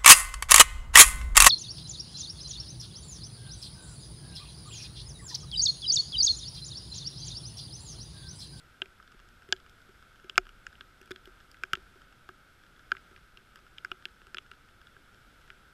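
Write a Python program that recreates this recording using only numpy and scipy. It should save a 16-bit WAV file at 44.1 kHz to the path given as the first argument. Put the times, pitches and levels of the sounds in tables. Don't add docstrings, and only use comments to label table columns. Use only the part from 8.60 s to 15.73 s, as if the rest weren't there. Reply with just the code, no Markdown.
import sys
import numpy as np
from scipy import signal
from scipy.fft import rfft, irfft, next_fast_len
from scipy.io import wavfile
from scipy.ndimage import map_coordinates

SR = 44100
rng = np.random.default_rng(int(sys.argv[2]) if len(sys.argv) > 2 else 0)


def waveform_to_disk(signal):
    frames = np.transpose(np.atleast_2d(signal))
    scaled = np.clip(frames, -1, 1) * 32767
    samples = np.round(scaled).astype(np.int16)
    wavfile.write(sys.argv[1], SR, samples)


N = 314433

# pitch_hz, relative_db, t60_s
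MOUNT_MODES = [(99, -4.5, 0.025), (210, -8, 0.04)]
CASE_MODES = [(375, 0, 0.086)]
SHELL_MODES = [(1325, -0.5, 0.015), (1377, -5.5, 0.016), (1519, 1, 0.012), (1662, -4.5, 0.017)]
WALL_MODES = [(2080, -1, 0.013), (2420, -2.5, .012), (2807, -2, 0.013), (3050, -7, 0.015),
              (3283, -0.5, 0.013), (3550, 0.5, 0.0085), (3920, -0.5, 0.0096)]
RIM_MODES = [(4680, -5, 0.0079), (5186, -3.5, 0.0095), (5610, -9, 0.0093), (6560, -8.5, 0.0046),
             (6920, -7.5, 0.0029), (7500, -7.5, 0.004)]


def amp(db):
    return 10 ** (np.asarray(db) / 20)


def add(track, start_s, x):
    i = int(np.clip(round(start_s * SR), 0, N))
    track[i:i + len(x)] += x[:N - i]


def wobble(rate_hz):
    knots = rng.standard_normal(int(N * rate_hz / SR) + 4)
    return map_coordinates(knots, [np.arange(N) * rate_hz / SR])


def filtered(x, response):
    size = next_fast_len(N + SR // 2)
    return irfft(rfft(x, size) * response(np.fft.rfftfreq(size, 1 / SR)), size)[:N]


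def ring(modes, attack_s, centre_hz=None, reach_octaves=0.14, edge_ratio=0.53, order=4):
    t = np.arange(SR // 12) / SR
    hz, db, t60_s = np.transpose(modes)[:, :, None]
    scatter, detune = rng.standard_normal((2, len(modes), 1))
    db = db + 3.0 * scatter
    if centre_hz:
        db = db - 6 * np.abs(np.log2(hz / centre_hz)) / reach_octaves
    polarity = rng.choice([-1, 1], hz.shape)
    swing = polarity * np.sin(2 * np.pi * hz * (1 + 0.016 * detune) * t)
    decay = amp(-60 * t / t60_s) + amp(-42 - 60 * t / 0.068)
    onset = 1 - np.exp(-t / attack_s)
    x = np.sum(swing * amp(db) * decay, axis=0) * onset
    edge_hz = edge_ratio * (centre_hz or hz.min())
    x = signal.sosfilt(signal.butter(order, edge_hz, "high", fs=SR, output="sos"), x)
    return x / np.linalg.norm(x)


def splash(t60_s=0.0067, band_hz=(6500, 13500)):
    t = np.arange(SR // 40) / SR
    burst = rng.standard_normal(len(t)) * amp(-60 * t / t60_s)
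    x = signal.sosfilt(signal.butter(2, band_hz, "band", fs=SR, output="sos"), burst)
    return x / np.linalg.norm(x)


def electronics_whine():
    # pitch_hz, rms_db
    tones = [(10645, -88), (13187, -96)]
    t = np.arange(N) / SR
    return sum(np.sqrt(2) * amp(db) * np.sin(2 * np.pi * hz * t + 0.5 * wobble(12)) for hz, db in tones)


def rain_hush(level_db=-59.0):
    # frequency_hz, relative_db
    spectrum = [(15, -2), (38, 1.5), (90, -5.5), (180, -10.5), (300, -14), (600, -18), (1080, -21.5),
                (1850, -18.5), (3400, -23), (4300, -26), (6200, -31.5), (9500, -36), (14500, -42)]
    # centre_hz, half_width_hz, lift_db
    resonances = [(373, 31, 1.5), (1306, 122, 11.5), (1520, 158, 11.5), (2180, 58, 3), (3410, 300, 2.5),
                  (5220, 300, 2.5), (8100, 250, 4.5), (11200, 420, 7), (13100, 650, 6.5)]
    hz, db = np.transpose(spectrum)

    def transmission(f):
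        slope = np.interp(np.log(f + 1), np.log(hz), db)
        lift = sum(lift_db * np.exp(-((f - centre) / width) ** 2)
                   for centre, width, lift_db in resonances)
        return amp(slope + lift)

    noise = filtered(rng.standard_normal(N), transmission)
    noise /= np.sqrt(np.mean(noise ** 2))
    return noise * amp(level_db + 0.61 * wobble(4.684))


def drizzle(count=48, weakest_db=-44, spread_db=5.5):
    x = np.zeros(N)
    for when, size, spot in rng.random((count, 3)):
        shell = amp(7) * ring(SHELL_MODES, attack_s=0.00059)
        wall = ring(WALL_MODES, attack_s=0.0002, centre_hz=2400 + 1200 * spot)
        rim = amp(-6.5) * ring(RIM_MODES, attack_s=0.0001)
        add(x, when * N / SR, amp(weakest_db + spread_db * size) * (shell + wall + rim))
    return x


def mount_sway():
    # start_s, pitch_hz, level_db, t60_s
    swings = [(0.564, 36.6, -52, 0.98), (1.778, 32.2, -45.5, 0.93)]
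    x, t = np.zeros(N), np.arange(SR) / SR
    for start_s, pitch_hz, level_db, t60_s in swings:
        add(x, start_s, -amp(level_db - 60 * t / t60_s) * np.sin(2 * np.pi * pitch_hz * t))
    return x


def mount_knocks():
    # start_s, strength_db, relative_thud_db
    knocks = [(.545, -34.5, 0), (0.889, -23, -10), (1.291, -30, -8), (1.6435, -25.5, -10),
              (2.413, -28.5, -12), (2.508, -12.5, -11), (2.6742, -24.5, -22), (3.1318, -28, 12),
              (3.1719, -25, -18), (3.3574, -33, -15), (4.512, -31, -8)]
    x = np.zeros(N)
    for start_s, strength_db, thud_db in knocks:
        case = ring(CASE_MODES, attack_s=0.0006)
        thud = amp(thud_db) * ring(MOUNT_MODES, attack_s=0.00043)
        shell = amp(-9) * ring(SHELL_MODES, attack_s=0.0001)
        wall = amp(-13) * ring(WALL_MODES, attack_s=0.00031)
        rim = amp(-21) * ring(RIM_MODES, attack_s=0.0001)
        add(x, start_s, amp(strength_db) * (case + thud + shell + wall + rim))
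        add(x, start_s, amp(strength_db - 26) * splash())
    return x


def raindrops():
    # start_s, strength_db, stiffness_db, weight_db, snap_db, spray_db, shell_hz, wall_hz
    drops = [(0.2186, -8.5, 8, 4, -6.5, -21, 1556, 2840), (.258, -31.5, 5, 10, 3, -2, 1500, 2420),
             (0.4003, -36.5, -21, 0, -8, 0, 1410, 2850), (0.5185, -37.5, -7, 3, 8, 2, 1430, 3090),
             (.688, -43, 4, 4, 14, 3, 1450, 3100), (0.9248, 0.5, 1, -1, 10, -17, 1680, 2980),
             (0.9645, -33.5, 5, 5, 4, -2, 1590, 3560), (1.0958, -42, 8, -3, 16, 6, 1450, 3180),
             (1.6963, -17, 8, -2, 5.5, 0, 1450, 2950), (1.757, -34.5, 18, 8, 6, 0, 1480, 2880),
             (1.779, 7, -4.5, -1.5, 5.5, -3.5, 1420, 2450), (1.8679, -30.5, -8, 5, -1, 6, 1400, 2640),
             (1.8913, -29, -2, -9, 0.5, 9, 1400, 2720), (2.0669, -19, -9.5, -12, 5.5, -10, 1425, 2660),
             (2.1545, -41.5, 17, -5, -4, 6, 1480, 2850), (2.2089, -21, -2, 0, -4, -1, 1500, 3170),
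             (2.415, -35, 0, 0, 8, 15, 1630, 2530), (2.4584, -43.5, 5, 8, 12, 14, 1450, 3120),
             (2.5125, -21.5, -4, -9, 6, 4, 1520, 2430), (2.5167, -19.5, -1.5, -13, 3, 4, 1500, 3520),
             (2.5607, -26, 0.5, 4.5, -2, 1, 1464, 3260), (2.6562, -31, 3.5, 0, 2, 15, 1420, 2920),
             (2.915, -39.5, -1, -7, 20.5, 7, 1360, 2860), (2.944, -31.5, -3, -7, 1, 7, 1640, 2290),
             (3.0357, -8, -5.5, -3, -1.5, 4, 1610, 2460), (3.1331, -1.5, -6, -8.5, -1, 7.5, 1400, 2900),
             (3.1534, -18, 5.5, -10, 0.5, 2, 1530, 2670), (3.69, -24, -12.5, 12.5, -8, 16, 1467, 2880),
             (4.3182, -3.5, -13, -4, -5.5, -5, 1450, 2580), (4.351, -29.5, -17, 3, -7, 0, 1440, 2180),
             (4.3683, -25, 2, -8, -8, -3, 1710, 2220), (4.563, -31.5, 3, 5, 3, -2, 1660, 2320),
             (4.773, -29, 8, 5, 1, -5, 1420, 2870), (4.958, -29, -6, 0, 7.5, 9.5, 1460, 2900),
             (5.1828, -26, 16, 0, 4, -2, 1600, 2900), (5.2476, -13, -10, -5, 1.5, -4, 1540, 2110),
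             (5.316, -10.5, -1, 2.5, -8.5, 7, 1418, 2800), (5.4545, -15, 8.5, 0.5, -2, 7, 1750, 2840),
             (5.617, -34, -6, 7, -6, 0, 1460, 2730), (5.669, -33.5, -7, 9, 5, 8, 1400, 2680),
             (5.7457, -16.5, -6, 1, 7.5, -8, 1480, 2400), (5.77, -20, 7.5, 0.5, -9, 13, 1410, 3140),
             (5.784, -15, 5.5, -7, -5, 1, 1410, 2800), (5.915, -23.5, -2.5, 2.5, -12, 18, 1420, 2670),
             (6.2699, -31.5, -2.5, -11, 0, -2, 1420, 3350), (6.3656, -37, -20.5, 10.5, -8, 0, 1640, 2420),
             (6.545, -41, 3, 14, 11, 0, 1450, 3080), (6.9022, -23, -2, -2, -6, -2, 1520, 2520)]
    # pitch_hz, relative_db, t60_s
    panel_modes = [(514, 0, 0.013), (716, 4.5, 0.029), (863, 6, 0.012)]
    x = np.zeros(N)
    for start_s, strength_db, stiffness_db, weight_db, snap_db, spray_db, shell_hz, wall_hz in drops:
        shove_db = strength_db + weight_db - 14
        thud = amp(shove_db - 12.5 - 0.6 * stiffness_db) * ring(MOUNT_MODES, attack_s=0.0013)
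        case = amp(shove_db) * ring(CASE_MODES, attack_s=0.00046)
        panel = amp(1.63 * shove_db + 9) * ring(panel_modes, attack_s=0.000061)
        shell = amp(strength_db - stiffness_db / 2) * ring(
            SHELL_MODES, attack_s=0.00016, centre_hz=shell_hz, reach_octaves=0.11,
            edge_ratio=0.77, order=6)
        wall = amp(strength_db + stiffness_db / 2) * ring(
            WALL_MODES, attack_s=0.000065, centre_hz=wall_hz, reach_octaves=0.15, edge_ratio=0.52)
        bright_db = strength_db + snap_db
        rim = amp(bright_db - 13.5) * ring(RIM_MODES, attack_s=0.0001)
        add(x, start_s, thud + case + panel + shell + wall + rim)
        add(x, start_s, amp(bright_db + spray_db - 28.5) * splash())
    return x


def scene():
    impacts = raindrops() + mount_knocks() + drizzle()
    return (impacts + mount_sway() + rain_hush() + electronics_whine())[None]


def record(dry):
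    cutoff_hz = 15000
    return filtered(dry[0], lambda hz: 1 / (1 + (hz / cutoff_hz) ** 80))[None]


dry = scene()
out = record(dry)
waveform_to_disk(out)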